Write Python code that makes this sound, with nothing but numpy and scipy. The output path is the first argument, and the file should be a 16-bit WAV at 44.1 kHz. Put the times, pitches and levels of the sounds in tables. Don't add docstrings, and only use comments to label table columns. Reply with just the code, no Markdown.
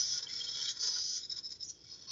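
import sys
import numpy as np
from scipy import signal
from scipy.fft import rfft, irfft, next_fast_len
from scipy.io import wavfile

SR = 44100
rng = np.random.default_rng(int(sys.argv[2]) if len(sys.argv) > 2 else 0)


def dump_mix(stems):
    frames = np.atleast_2d(stems).T
    limited = np.clip(frames, -1, 1)
    pcm = np.round(limited * 32767).astype(np.int16)
    wavfile.write(sys.argv[1], SR, pcm)


N = 93403
T = np.arange(N) / SR

# start t/s, end t/s, start level/dB, end level/dB, relative shrill level/dB
FAST_SWINGS = [(-.02, 0.028, -25, -39, -32), (0.027, 0.183, -36.5, -37.5, -21),
               (0.192, 0.234, -72, -41.5, -23), (0.793, 0.813, -41, -37, -19),
               (0.808, 0.882, -36.5, -31.5, -14), (0.89, 0.973, -39, -33.5, -24.5),
               (0.981, 1.026, -32.5, -34, -19), (1.038, 1.183, -36, -38, -14)]
# start t/s, end t/s, start level/dB, end level/dB
SLOW_MOVES = [(1.688, 1.708, -50.5, -52.5), (1.87, 1.9, -63.5, -58), (1.899, 1.945, -49.5, -53),
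              (1.945, 1.99, -55, -60), (2.012, 2.045, -53.5, -59), (2.072, 2.11, -51.5, -44)]
# start t/s, end t/s, start level/dB, end level/dB
NUDGE_MOVES = [(1.195, 1.255, -57, -46), (1.315, 1.335, -38, -51), (1.362, 1.395, -44.5, -45),
               (1.49, 1.503, -50, -49.5), (1.503, 1.528, -43, -44), (1.53, 1.565, -50.5, -51.5),
               (1.628, 1.65, -71, -50)]
# t/s, level/dB
LOAD_LEVELS = [(0, -46.5), (.19, -44.5), (.26, -53.5), (.3, -42), (.44, -42.5), (.53, -41), (.615, -37.5),
               (.65, -39), (.7, -39.5), (.742, -50), (.775, -45.5), (.792, -51), (.835, -39.5), (.92, -47),
               (1.0, -48.5), (1.05, -57), (1.18, -46), (1.28, -65), (1.39, -49), (1.42, -67.5), (1.82, -69),
               (1.86, -61)]
# t/s, level/dB
RUMBLE_LEVELS = [(0, -64), (.34, -60.5), (.46, -60.5), (.62, -58), (.67, -69.5), (.76, -71.5), (.86, -58),
                 (1.0, -66), (1.04, -92), (1.29, -80.5), (1.33, -63.5), (1.45, -77.5), (1.8, -93.5),
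                 (1.92, -78), (2.12, -72)]
# f/Hz, relative level/dB
GEAR_WHINES = [(4820, -12), (5220, -9), (5900, -11)]
# centre t/s, length t/s, level/dB, pitch f/Hz, relative lower mode level/dB
JOINT_CHIRPS = [(0.236, 0.019, -40.5, 5316, -10.5), (0.336, 0.012, -40, 5290, -24),
                (0.362, 0.01, -37, 5405, -29), (0.493, .018, -43, 5210, -6), (0.517, .012, -42, 5340, -9),
                (0.554, 0.017, -41.5, 5246, -5), (0.625, .028, -38, 5460, -39), (.692, 0.03, -40, 5115, -1),
                (1.237, 0.0081, -44, 5140, -0.5), (1.255, 0.0073, -42.5, 5060, -12),
                (1.302, 0.0069, -34.5, 5180, -19.5), (1.322, .013, -36, 5230, -7.5),
                (1.344, 0.0065, -48.5, 5190, -8), (1.367, 0.013, -47, 5250, -6.5),
                (1.389, 0.0042, -35.5, 5040, -12), (1.444, 0.016, -43, 5207, -13.5),
                (1.463, 0.017, -39, 5210, -14), (1.613, 0.014, -43, 5270, -14.5),
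                (1.632, 0.0093, -37, 5187, -17.5), (1.922, 0.029, -46.5, 5134, -30)]
# centre t/s, length t/s, level/dB, pitch f/Hz, relative upper mode level/dB
GEAR_SQUEALS = [(0.021, 0.023, -37, 5855, -23), (0.707, 0.027, -44.5, 5760, 1.5),
                (1.167, .014, -37, 5850, -19), (1.648, .016, -48, 5840, -5.5), (1.676, 0.02, -55, 6170, 1),
                (1.699, 0.018, -41.5, 5830, -6.5), (1.747, .04, -63, 5920, -12)]
# centre t/s, length t/s, level/dB, pitch f/Hz
BUZZES_AND_WHINES = [(.272, 0.0044, -40.5, 3184), (.417, 0.011, -37, 3248), (0.477, 0.013, -44.5, 3206),
                     (0.549, 0.026, -42.5, 3320), (0.615, 0.0093, -42.5, 3140), (0.684, 0.024, -42, 3210),
                     (0.021, 0.016, -57.5, 1453), (0.14, 0.016, -63.5, 1424), (0.166, 0.01, -56, 1458),
                     (0.303, 0.017, -55.5, 2060), (0.345, .09, -63, 2258), (1.874, 0.036, -74, 2270),
                     (0.635, .06, -68.5, 1452), (0.97, 0.017, -52.5, 1469), (1.391, .03, -71, 1064),
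                     (1.933, 0.049, -77, 1070), (2.108, 0.041, -65, 1067)]

# f/Hz, relative level/dB
WHIRR_CASING_LOW = [(200, -40), (700, -37), (1150, -47.5), (1430, -46.5), (1700, -37.5), (2100, -20)]
WHIRR_CASING_HIGH = [(2400, -30.5), (2860, -28.5), (3130, -13), (3480, -22), (3830, -4), (4150, -11),
                     (4470, -6.5), (4820, 1), (5250, 2.5), (5620, 1.5), (5880, 5.5), (6150, -1),
                     (6450, -13), (7090, -15.5), (7400, -41)]
SHRILL_CASING = [(3000, -50), (6100, -16.5), (6500, 0), (7050, 8), (7400, -21.5)]
RATTLE_CASING = [(200, -48), (780, -41.5), (1200, -35), (1430, -9.5), (1800, -21.5), (2000, -15.5),
                 (2150, -16.5), (2280, -13.5), (2550, -25.5), (2950, -17.5), (3180, -1), (3550, -7),
                 (3850, -5), (4200, -8.5), (4700, -3), (5230, 4), (5700, -8), (6400, -7.5), (7000, -9),
                 (7450, -30)]
RUMBLE_CASING = [(100, -3.5), (250, -1.5), (390, -14.5), (470, 2), (560, -8.5), (780, -2.5), (950, -0.5),
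                 (1060, 4.5), (1220, -8.5), (1400, -0.5), (1650, 1), (2600, -33.5)]
NUDGE_CASING = [(300, -38), (700, -32), (1060, -23.5), (1250, -25.5), (1500, -14.5), (2200, -12),
                (2800, -34), (3300, -13.5), (3900, 2), (4500, -5), (5250, 17.5), (5800, 1.5), (6500, -7),
                (7050, 2.5), (7500, -29)]
SLOW_CASING = [(500, -30.5), (2800, -23), (3250, -10), (3550, -22), (3800, 0), (4050, -15.5), (4380, 8),
               (4850, -13.5), (5170, 6.5), (5500, -5.5), (5850, 6.5), (6250, -20), (7000, -38), (7500, -45)]
HOLD_CASING = [(500, -29), (2900, -30), (3600, -26.5), (4950, -4.5), (5380, 10.5), (5650, -0.5), (5850, -4),
               (6200, -13), (7200, -37.5)]
# f/Hz, relative level/dB
ROOM_SPECTRUM = [(25, -49.5), (36, -24), (48, -2.5), (80, 2.5), (135, 2), (220, -5.5), (340, -2.5),
                 (480, -6.5), (600, -13.5), (1000, -20), (2000, -24), (3500, -17), (7000, -27)]

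WHIRR_TEETH_HZ, RATTLE_TEETH_HZ, LIGHT_TEETH_HZ, HOLD_TEETH_HZ = 736.7, 371.2, 520, 340
SPIN_UP_S, COAST_S = 0.0054, 0.012
CASING_T60_S, CASING_RING_DB = 0.032, -4.5
MODE_SPACING_HZ, MODE_LAG_S, MODE_FLICKER_DB = 330, .0025, 2.0
CHIRP_LOWER_HZ, SQUEAL_UPPER_HZ, SCRAPE_DB = 3880, 6650, -13
HOLD_AT_S, HOLD_TICK_DB, HOLD_WHINE_HZ, HOLD_WHINE_DB = 1.6, -60, 3270, -74.5
ROOM_T60_S, ROOM_TAIL_DB, ROOM_NOISE_DB = 0.11, -15.5, -66.5
HUM_HZ, HUM_DB, HUM_WAVER_DB, HUM_FADE_S = 133.4, -68.5, 2, 0.7
LOW_CUT_HZ, TOP_HZ = 44, 7600


def fast_gears():
    strikes = teeth(WHIRR_TEETH_HZ, jitter=0.27, scatter_db=1.0, rub=0.24, throb_db=-0.9)
    mesh = mode_flicker(strikes, rate=55)
    whirr = colour(mesh, WHIRR_CASING_LOW + WHIRR_CASING_HIGH)
    for hz, db in GEAR_WHINES:
        whirr += amp(db + 6 * walk(40)) * tone(hz * (1 + 0.011 * walk(20) + 0.00816 * walk(600)))
    swings = [row[:4] for row in FAST_SWINGS]
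    shrill_swings = [(start, end, first + top, last + top) for start, end, first, last, top in FAST_SWINGS]
    return unit(whirr) * drive(swings) + colour(mesh, SHRILL_CASING) * drive(shrill_swings)


def loaded_gears():
    strikes = teeth(RATTLE_TEETH_HZ, jitter=.3, scatter_db=3.0, rub=0.36, throb_db=-1)
    mesh = mode_flicker(strikes, rate=110)
    rattle = colour(mesh, RATTLE_CASING) * amp(np.interp(T, *np.transpose(LOAD_LEVELS)))
    rumble = colour(mesh, RUMBLE_CASING) * amp(np.interp(T, *np.transpose(RUMBLE_LEVELS)))
    return rattle + rumble


def light_gears():
    mesh = teeth(LIGHT_TEETH_HZ, jitter=.3, scatter_db=-1.0, rub=0.98, throb_db=2.5)
    return colour(mesh, NUDGE_CASING) * drive(NUDGE_MOVES) + colour(mesh, SLOW_CASING) * drive(SLOW_MOVES)


def teeth(hz, jitter, scatter_db, rub, throb_db):
    timing, force = rng.standard_normal((4000, 2)).T
    at = np.cumsum(np.exp(jitter * timing)) / hz * SR
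    inside = at < N - 1
    strikes = np.bincount(at[inside].astype(int), amp(scatter_db * np.clip(force[inside], -2, 2)), N)
    strikes = unit(strikes - strikes.mean())
    decay = amp(-60 * np.minimum(T / CASING_T60_S, 3))
    ring = sum(walk(8.795) * signal.fftconvolve(strikes, noise() * decay)[:N] for _ in range(8))
    return (strikes + amp(CASING_RING_DB) * unit(ring) + rub * noise()) * amp(throb_db * walk(90))


def mode_flicker(x, rate):
    spectrum, f, out = rfft(x), np.arange(N // 2 + 1) * SR / N, 0
    for centre in np.arange(0, TOP_HZ, MODE_SPACING_HZ):
        band = np.cos(np.pi / 2 * np.clip((f - centre) / MODE_SPACING_HZ, -1, 1))
        lag = np.exp(-2j * np.pi * f * rng.uniform(0, MODE_LAG_S))
        out += irfft(spectrum * band * lag, N) * amp(MODE_FLICKER_DB * np.clip(walk(rate), -2, 2))
    return out


def drive(moves):
    power = 0
    for start, end, first_db, last_db in moves:
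        spin_up = np.clip((T - start) / SPIN_UP_S + .5, 0, 1)
        coast = np.exp(-np.maximum(T - end, 0) / COAST_S)
        ramp = amp(np.interp(T, [start, end], [first_db, last_db]))
        power += (spin_up * coast * ramp) ** 2
    return np.sqrt(power)


def joints():
    squeaks, contact = 0, 0
    for at, length, db, hz, lower_db in JOINT_CHIRPS:
        main = slip(at, length, hz, wobble=0.008, rasp=0.5, rate=830)
        lower = slip(at, length, CHIRP_LOWER_HZ, wobble=0.017, rasp=1.0, rate=370)
        squeaks += amp(db) * (main + amp(lower_db) * lower)
        contact += amp(db) * swell(at, length)
    for at, length, db, hz, upper_db in GEAR_SQUEALS:
        main = slip(at, length, hz, wobble=0.0093, rasp=1.0, rate=700)
        upper = slip(at, length, SQUEAL_UPPER_HZ, wobble=0.042, rasp=1.0, rate=600)
        squeaks += amp(db) * (main + amp(upper_db) * upper)
    return squeaks + amp(SCRAPE_DB) * contact * colour(noise(), NUDGE_CASING)


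def slip(centre, length, hz, wobble, rasp, rate):
    span = np.arange(int(max(centre - 4 * length, 0) * SR), int(min((centre + 4 * length) * SR, N)))
    steps = (span - span[0]) / SR * rate
    bend, push, pull = (np.interp(steps, np.arange(1024), row) for row in rng.standard_normal((3, 1024)))
    smooth = swell(centre, length)[span]
    ragged = smooth * (1 + rasp * (push + 1j * pull))
    ragged *= np.sqrt(2 * np.sum(smooth ** 2) / np.sum(abs(ragged) ** 2))
    phase = 2 * np.pi * np.cumsum(hz * (1 + wobble * bend)) / SR
    out = np.zeros(N)
    out[span] = np.imag(ragged * np.exp(1j * phase))
    return out


def buzzes_and_whines():
    return sum(amp(db) * slip(at, length, hz, wobble=0.014, rasp=0.3, rate=380)
               for at, length, db, hz in BUZZES_AND_WHINES)


def holding_servos():
    mesh = teeth(HOLD_TEETH_HZ, jitter=.15, scatter_db=6.0, rub=0.16, throb_db=1.5)
    ticking = amp(HOLD_TICK_DB) * colour(mesh, HOLD_CASING)
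    whine = amp(HOLD_WHINE_DB + 4 * walk(64)) * tone(HOLD_WHINE_HZ * (1 + 0.029 * walk(240)))
    fade_in = np.clip((T - HOLD_AT_S) / 0.012, 0, 1)
    return (ticking + whine) * fade_in


def room_tone():
    hum = amp(HUM_DB + HUM_WAVER_DB * walk(8.2)) * tone(HUM_HZ * (1 + 0.022 * walk(14)))
    return amp(ROOM_NOISE_DB) * colour(noise(), ROOM_SPECTRUM) + hum * np.exp(-T / HUM_FADE_S)


def colour(x, response):
    hz, db = np.array(response, float).T
    size = next_fast_len(N + 8192)
    size += size % 2
    f = np.maximum(np.arange(size // 2 + 1) * SR / size, 1)
    gain_db = np.interp(np.log(f), np.log(hz), db) - 60 * np.clip(f / TOP_HZ - 1, 0, 1)
    cepstrum = irfft(np.log(amp(gain_db)))
    cepstrum[1:size // 2] *= 2
    cepstrum[size // 2 + 1:] = 0
    return unit(irfft(rfft(x, size) * np.exp(rfft(cepstrum)))[:N])


def swell(centre, length):
    return 1 / np.cosh(np.minimum(2 * abs(T - centre) / length, 20)) ** 1.08


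def walk(rate):
    return unit(np.interp(T * rate, np.arange(8192), rng.standard_normal(8192)))


def tone(hz):
    return np.sin(2 * np.pi * np.cumsum(hz) / SR)


def noise():
    return rng.standard_normal(N)


def amp(db):
    return 10 ** (np.asarray(db) / 20)


def unit(x):
    return x / np.sqrt(np.mean(x ** 2))


def scene():
    robot = fast_gears() + loaded_gears() + light_gears() + joints() + buzzes_and_whines() + holding_servos()
    tail = noise() * amp(-60 * T / ROOM_T60_S) * (T > .003)
    reflections = signal.fftconvolve(robot, tail / np.linalg.norm(tail))[:N]
    return (robot + amp(ROOM_TAIL_DB) * reflections + room_tone())[None]


def record(dry):
    low_cut = signal.butter(4, LOW_CUT_HZ, "highpass", fs=SR, output="sos")
    high_cut = signal.ellip(10, .3, 70, TOP_HZ, fs=SR, output="sos")
    return signal.sosfilt(high_cut, signal.sosfilt(low_cut, dry))


dry = scene()
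out = record(dry)
dump_mix(out)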